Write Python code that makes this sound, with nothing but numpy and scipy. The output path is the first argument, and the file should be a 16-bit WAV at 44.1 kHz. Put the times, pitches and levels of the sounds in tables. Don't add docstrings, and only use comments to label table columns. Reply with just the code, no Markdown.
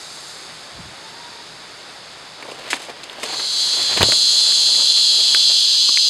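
import sys
import numpy as np
from scipy import signal
from scipy.fft import rfft, irfft, next_fast_len
from scipy.io import wavfile
from scipy.ndimage import map_coordinates

SR = 44100
rng = np.random.default_rng(int(sys.argv[2]) if len(sys.argv) > 2 else 0)


def materialize(psi):
    bounded = np.clip(np.atleast_2d(psi).T, -1, 1)
    quanta = np.round(bounded * 32767).astype(np.int16)
    wavfile.write(sys.argv[1], SR, quanta)


def makeup_ratio(level_db):
    decades = np.asarray(level_db, float) / 20
    return 10 ** decades


N = 268569


def rms_one(x):
    return x / np.sqrt(np.mean(x ** 2) + 1e-20)


def in_time(rows):
    s, *columns = np.transpose(rows)
    return [np.interp(np.arange(N) / SR, s, c) for c in columns]


def coloured(x, spectrum):
    size = next_fast_len(N)
    hz, db = np.transpose(spectrum)
    log_hz = np.log(np.maximum(np.arange(size // 2 + 1) * SR / size, 1))
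    gain = makeup_ratio(np.interp(log_hz, np.log(hz), db, left=-90, right=-90))
    return rms_one(irfft(rfft(x, size) * gain, size)[:N])


def drift(rate_hz):
    r = np.exp(-2 * np.pi * rate_hz / SR)
    slow = signal.lfilter([1], [1, -2 * r, r * r], rng.standard_normal(N + SR))
    return rms_one(slow[SR:])


def resonance(x, hz, width_hz):
    r = np.exp(-np.pi * width_hz / SR)
    return signal.lfilter([(1 - r * r) / 2, 0, (r * r - 1) / 2], [1, -2 * r * np.cos(2 * np.pi * hz / SR), r * r], x)


def delayed(x, lag_ms):
    return map_coordinates(x, [np.arange(N) - lag_ms / 1000 * SR], order=3)


def band(x, low_hz, high_hz):
    return signal.sosfilt(signal.butter(2, [low_hz, high_hz], "band", fs=SR, output="sos"), x)


def grains(per_s, spread_db):
    sizes = makeup_ratio(spread_db * np.minimum(rng.exponential(1, N), 4)) * rng.choice([-1, 1], N)
    return sizes * (rng.random(N) < per_s / SR) + 0.17 * rng.standard_normal(N)


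def swells(at_s, rise_s, fade_s, db, edge_db=20.0):
    t, out = np.arange(N) / SR, np.zeros(N)
    for s, rise, fade, peak_db in np.broadcast(at_s, rise_s, fade_s, db):
        near = slice(max(int((s - 4 * rise) * SR), 0), int((s + 4 * fade) * SR))
        distance = np.maximum((s - t[near]) / rise, (t[near] - s) / fade)
        out[near] += makeup_ratio(peak_db - edge_db * distance)
    return out


# t/s, level/dB, share of the two low modes/dB
CICADA_LEVEL = [(3.25, -34.5, 1), (3.33, -27, -10), (3.61, -18.5, -10), (3.89, -20, -4), (4.02, -20.5, -10),
                (4.06, -15, -9.5), (5.08, -15, -6), (5.52, -14.5, -4.5), (6.07, -16, -8.5)]
# t/s, clicks per s, lag of the inverted echo off the bark/ms
TYMBAL_RHYTHM = [(3.2, 284, 1.50), (3.55, 306, 1.356), (3.9, 305, 1.32), (4.3, 306, 1.316),
                 (4.6, 314, 1.316), (5.05, 331, 1.324), (5.5, 371, 1.352), (5.75, 394, 1.40),
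                 (5.9, 410, 1.49), (6.09, 430, 1.515)]
# f/Hz, width/Hz, level/dB
ABDOMEN_MODES = [(2830, 550, -62), (3515, 574, 1.5), (4212, 923, 8.5), (4750, 680, -7), (5640, 1300, -14)]
# f/Hz, level per Hz/dB
SNAP_COLOUR = [(5000, -43), (5600, -4.5), (6500, -3.5), (7300, -4), (8200, -11.5), (10000, -14.5),
               (11500, -24.5), (13000, -34), (14500, -32), (15600, -59)]
# lag/ms, level/dB
TRUNK_ECHOES = [(4.7, -14.5), (7.9, -13.5), (13.3, -17.5), (21.7, -10.5), (34.1, -11)]


def cicada(strength_db=1.0, weak_db=0.0, rattle_ms=27.0, bark_hz=3600, bark_ms=0.02):
    rate, lag_ms = in_time(TYMBAL_RHYTHM)
    level_db, low_db = in_time(CICADA_LEVEL)
    faster = rate - 305
    uneven = np.clip(0.025 + 0.002 * (rate - 370), 0.025, 0.11)
    jitter_ms = 0.09 - 0.0003 * faster
    echo = 0.5 * np.exp(-np.maximum(lag_ms - 1.32, 0) / 0.1)

    beat = np.cumsum(rate) / SR
    k = np.arange(1, int(beat[-1]))
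    at = np.interp(k, beat, np.arange(N)).astype(int)
    odd = k % 2
    time_luck, strength_luck = rng.standard_normal((2, len(k)))
    late_s = -odd * uneven[at] * 2 / rate[at] + jitter_ms[at] / 1000 * time_luck
    clicks = np.full(N, 1e-18)
    clicks[np.clip(at + late_s * SR, 0, N - 1).astype(int)] = makeup_ratio(strength_db * strength_luck + weak_db * odd)
    scatter = makeup_ratio(-10.5) * rng.standard_normal(N)
    drive = rms_one(clicks) + scatter

    top_db = 1.9 * (-3 + 0.08 * faster)
    ring = np.zeros(N)
    for hz, width_hz, db in ABDOMEN_MODES:
        mode_db = db + (hz < 3800) * (low_db + 7.0) + (hz > 4450) * top_db
        ring += makeup_ratio(mode_db) * resonance(resonance(drive, hz, width_hz), hz, width_hz)
    ring = rms_one(signal.sosfilt(signal.butter(8, 2650, "high", fs=SR, output="sos"), ring))

    r = np.exp(-1000 / (rattle_ms * SR))
    rattle = rms_one(signal.lfilter([1], [1, -r], clicks)) * rng.standard_normal(N)
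    snap_db = -10.5 - 0.0747 * faster - 0.5
    snap = makeup_ratio(snap_db) * coloured(rattle + scatter, SNAP_COLOUR)

    low_return = delayed(0.32 * ring + 0.23 * resonance(ring, bark_hz, 880), lag_ms + bark_ms)
    song = ring - echo * low_return + snap - 0.68 * delayed(snap, lag_ms)
    song = song + sum(makeup_ratio(db) * delayed(song, ms + 0.05 * drift(0.7)) for ms, db in TRUNK_ECHOES)
    started = np.arange(N) > CICADA_LEVEL[0][0] * SR
    return makeup_ratio(level_db + 0.46) * song * started


# middle t/s, length/s, housing level/dB, brightness/dB
LEAF_SWEEPS = [(2.498, .3, -34, -4), (2.685, 0.26, -35.5, 5.5), (3.02, 0.99, -43, 4),
               (3.302, .36, -29.5, 4), (3.81, .6, -35, 7.5), (3.933, 0.15, -36, 8.5), (4.447, 1, -45, 8),
               (4.795, 0.51, -38.5, -5), (5.282, 0.46, -42, 6)]
# t/s, fade/s, housing level/dB, brightness/dB
LEAF_SCUFFS = [(2.731, 0.069, -26, 5), (2.89, .04, -32.5, -6), (3.238, 0.013, -25.5, -1),
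               (3.976, 0.026, -24.5, 11), (4.009, 0.071, -18, -2), (4.032, 0.01, -21, 13),
               (4.088, 0.048, -30, -7), (4.122, 0.016, -28, 1), (4.964, 0.081, -57, 20),
               (5.132, 0.024, -34, -5), (5.182, 0.05, -36, -5), (5.345, 0.035, -32, 0),
               (5.499, 0.055, -36.5, 7)]
# t/s, fade/s, level/dB
DRY_EDGES = [(2.446, 0.047, -49), (2.514, 0.05, -39.5), (2.69, .03, -49), (2.705, 0.045, -22.5),
             (2.74, 0.13, -33), (2.82, 0.037, -44), (3.037, 0.019, -34), (3.2, 0.12, -39),
             (3.236, 0.026, -23.5), (3.26, .11, -48)]


def brushing(scuff_rise_s=0.005):
    s, length, db, bright_db = np.transpose([*LEAF_SWEEPS, *LEAF_SCUFFS])
    slow = np.arange(len(s)) < len(LEAF_SWEEPS)
    rise = np.where(slow, length / 2, scuff_rise_s)
    fade = np.where(slow, length / 2, length)
    scrape = grains(2500.0, spread_db=2.5) * makeup_ratio(2.5 * drift(30.0))
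    low = rms_one(band(scrape, 312, 1170)) * swells(s, rise, fade, db - 1.0)
    mid = rms_one(band(scrape, 700, 4000)) * swells(s, rise, fade, db + bright_db - 2.5)
    edge_s, edge_fade, edge_db = np.transpose(DRY_EDGES)
    hiss = rms_one(band(band(scrape, 1200, 9000), 860, 9200))
    return low + mid + hiss * swells(edge_s, scuff_rise_s, edge_fade, edge_db + 1.0)


# t/s, peak level/dB, ring f/Hz, crack level/dB
HOUSING_BUMPS = [(2.449, -27.5, 626, -27), (2.485, -24, 600, -31), (2.519, -24.5, 460, -29),
                 (2.884, -27, 600, -35), (3.184, -27, 620, -32), (3.239, -29, 610, -20),
                 (3.274, -29, 1090, -14), (3.324, -29, 754, -25), (3.961, -24, 626, -20),
                 (4.095, -28, 662, -9), (5.498, -28, 523, -11), (5.889, -24, 1030, -9)]
# t/s, peak level/dB, ring f/Hz, crack level/dB
TWIG_RAPS = [(2.425, -23, 2300, -24), (2.704, -21, 2130, -20), (2.731, -2, 2080, -34),
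             (2.769, -26, 1650, -24), (2.818, -30, 2220, -13), (3.129, -31, 1350, -16),
             (3.232, -14, 2070, -18), (3.396, -20, 1630, -15), (3.828, -27, 2370, -8),
             (4.521, -21.5, 2310, -17), (4.748, -21.5, 2240, -15)]
# t/s, peak level/dB, ring f/Hz, crack level/dB
STEM_TICKS = [(2.5162, -21.5, 2650, -30), (3.033, -23, 4030, -36), (3.0973, -16, 3160, -36),
              (3.9739, -8, 2520, -21), (3.9744, -15, 4270, -36), (4.0073, -12, 2670, -30),
              (4.0147, -5.5, 1890, -28), (4.0196, -3.5, 2640, -32), (4.0296, 10.5, 3450, -37),
              (4.029, -8, 2180, -28), (4.121, -5.5, 1830, -17), (5.3471, -3.5, 1760, -15.5),
              (5.3467, -11, 2800, -30), (5.9734, -3.5, 2100, -30)]
# t/s, peak level/dB, ring f/Hz, crack level/dB
CAPSULE_JOLTS = [
    (3.974, -16, 625, -14),
    (4.008, -9, 654, -15),
    (4.018, -13.5, 1020, -9),
    (4.0297, -7.5, 810, -9),
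    (4.086, -20, 503, -22),
]
# time to fade 60 dB/s, thud level/dB, jolt level/dB
KINDS_OF_BLOW = [
    (0.034, -5, -19),
    (0.039, -8, -23),
    (0.02, -32, -41),
    (0.024, -2.5, 0.5),
]


def knocks():
    out, t = np.zeros(N + SR), np.arange(SR // 5) / SR
    groups = [HOUSING_BUMPS, TWIG_RAPS, STEM_TICKS, CAPSULE_JOLTS]
    blows = np.array([[*row, *kind] for rows, kind in zip(groups, KINDS_OF_BLOW) for row in rows])
    white = rng.standard_normal((len(blows), len(t)))
    white[:, 0] += 0.64 * np.clip(blows[:, 1] + 31.0, 0, None)
    for (s, db, hz, crack_db, t60, thud_db, jolt_db), noise in zip(blows, white):
        blow = noise * makeup_ratio(-60 * t / max(t60, 0.004))
        ring = band(band(blow, 0.56 * hz, 1.12 * hz), 0.86 * hz, 1.55 * hz)
        rattle = band(blow, 620, 2900)
        thud = band(resonance(blow, 282, 180) + 0.5 * resonance(blow, 1056, 140), 247, 1520)
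        jolt = band(blow, 72, 410)
        crack = band(band(blow, 1770, 7700), 1800, 17500)
        layers = [(ring, -1.5), (rattle, -14.0), (thud, thud_db), (jolt, jolt_db), (crack, crack_db + 18.0)]
        start = round(s * SR)
        out[start:start + len(t)] += makeup_ratio(db) * sum(makeup_ratio(g) * x / np.abs(x).max() for x, g in layers)
    return out[:N]


# t/s, fade/s, level/dB
AIR_PUFFS = [(.792, 0.065, -39), (.865, 0.1, -45), (1.52, .2, -60), (3.816, .06, -46), (3.96, .08, -44),
             (4.04, 0.077, -29.5), (4.088, 0.068, -38), (4.24, 0.11, -58)]


def buffet():
    air = rms_one(band(band(rng.standard_normal(N), 48, 200), 42, 280))
    s, fade, db = np.transpose(AIR_PUFFS)
    return air * swells(s, fade, fade, db)


def whistle(notes, octave_db):
    s, length, hz, db = np.transpose(notes)
    pitch_hz = np.interp(np.arange(N) / SR, s, hz) * (1 + 0.0079 * drift(23.0))
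    phase = 2 * np.pi * np.cumsum(pitch_hz) / SR
    level = swells(s, length / 2, length / 2, db, edge_db=10) * makeup_ratio(2.5 * drift(20.0))
    return np.sqrt(2) * level * (np.sin(phase) + makeup_ratio(octave_db) * np.sin(2 * phase))


# middle t/s, length/s, pitch f/Hz, level/dB
HOOT_NOTES = [
    (1.06, 0.15, 886, -51),
    (1.2, .15, 949, -43.5),
    (1.36, 0.13, 942, -45.5),
]


def hoot():
    return whistle(HOOT_NOTES, octave_db=-9.0)


# middle t/s, length/s, pitch f/Hz, level/dB
CHIRP_NOTES = [
    (5.70, .06, 1655, -51),
    (5.757, .05, 1695, -50),
]


def bird():
    return whistle(CHIRP_NOTES, octave_db=-30.0)


# t/s, high band level/dB
CHORUS_FADE = [(0.0, -40), (0.3, -40), (0.68, -45.5), (2.4, -48), (3.2, -51)]
# f/Hz, level per Hz/dB
LOW_INSECTS = [(1710, -52), (2900, -16.5), (3170, -34.5), (3360, -9.5), (3650, -4.5), (4210, -6.5),
               (4660, -3), (5280, -9), (5700, -9), (7410, -36), (12500, -120)]
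HIGH_INSECTS = [(3240, -12.5), (5500, -1), (5740, -9), (6570, 0), (8200, -6.5), (10400, -11), (13600, -31),
                (14800, -37), (15500, -52)]


def chorus():
    high_db, = in_time(CHORUS_FADE)
    low_db = -38 + 0.55 * (high_db - high_db[0])
    low = coloured(grains(5000.0, spread_db=-4.5), LOW_INSECTS) * makeup_ratio(low_db + 0.72 * drift(0.97))
    high = coloured(grains(5000.0, spread_db=-3.0), HIGH_INSECTS)
    high = high + 0.11 * np.roll(high, int(0.001108 * SR))
    return low + high * makeup_ratio(high_db + 0.16 * drift(11.0))


# f/Hz, level per Hz/dB
FOREST_COLOUR = [(15, -43), (25, -18.5), (113, -10), (151, -3), (198, -9), (345, -5), (533, -4),
                 (683, -2.5), (790, -3.5), (1270, -3.5), (2180, -5.5), (2620, -8), (3500, -8), (4550, -39),
                 (7700, -120)]


def forest(level_db=-40.5, duck_from_s=4.7, duck_db_per_s=3):
    duck_db = duck_db_per_s * np.maximum(np.arange(N) / SR - duck_from_s, 0)
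    return coloured(rng.standard_normal(N), FOREST_COLOUR) * makeup_ratio(level_db - duck_db + 0.5 * drift(4.0))


def scene():
    calls = hoot() + bird()
    mono = cicada() + chorus() + forest() + calls + brushing() + buffet() + knocks()
    return np.array([mono, mono])


def band_limit(x):
    return signal.sosfilt(signal.butter(12, 15670, fs=SR, output="sos"), x)


# f/Hz, width/Hz, depth/dB
HOUSING_GAPS = [(5700, 600, 16), (6900, 220, 16)]


def record(dry):
    for hz, width_hz, depth_db in HOUSING_GAPS:
        dry = dry - (1 - makeup_ratio(-depth_db)) * resonance(dry, hz, width_hz)
    dry = signal.sosfilt(signal.butter(4, 14500, fs=SR, output="sos"), dry)
    mix = np.clip(dry, -1, 1)
    return band_limit(mix)


dry = scene()
out = record(dry)
materialize(out)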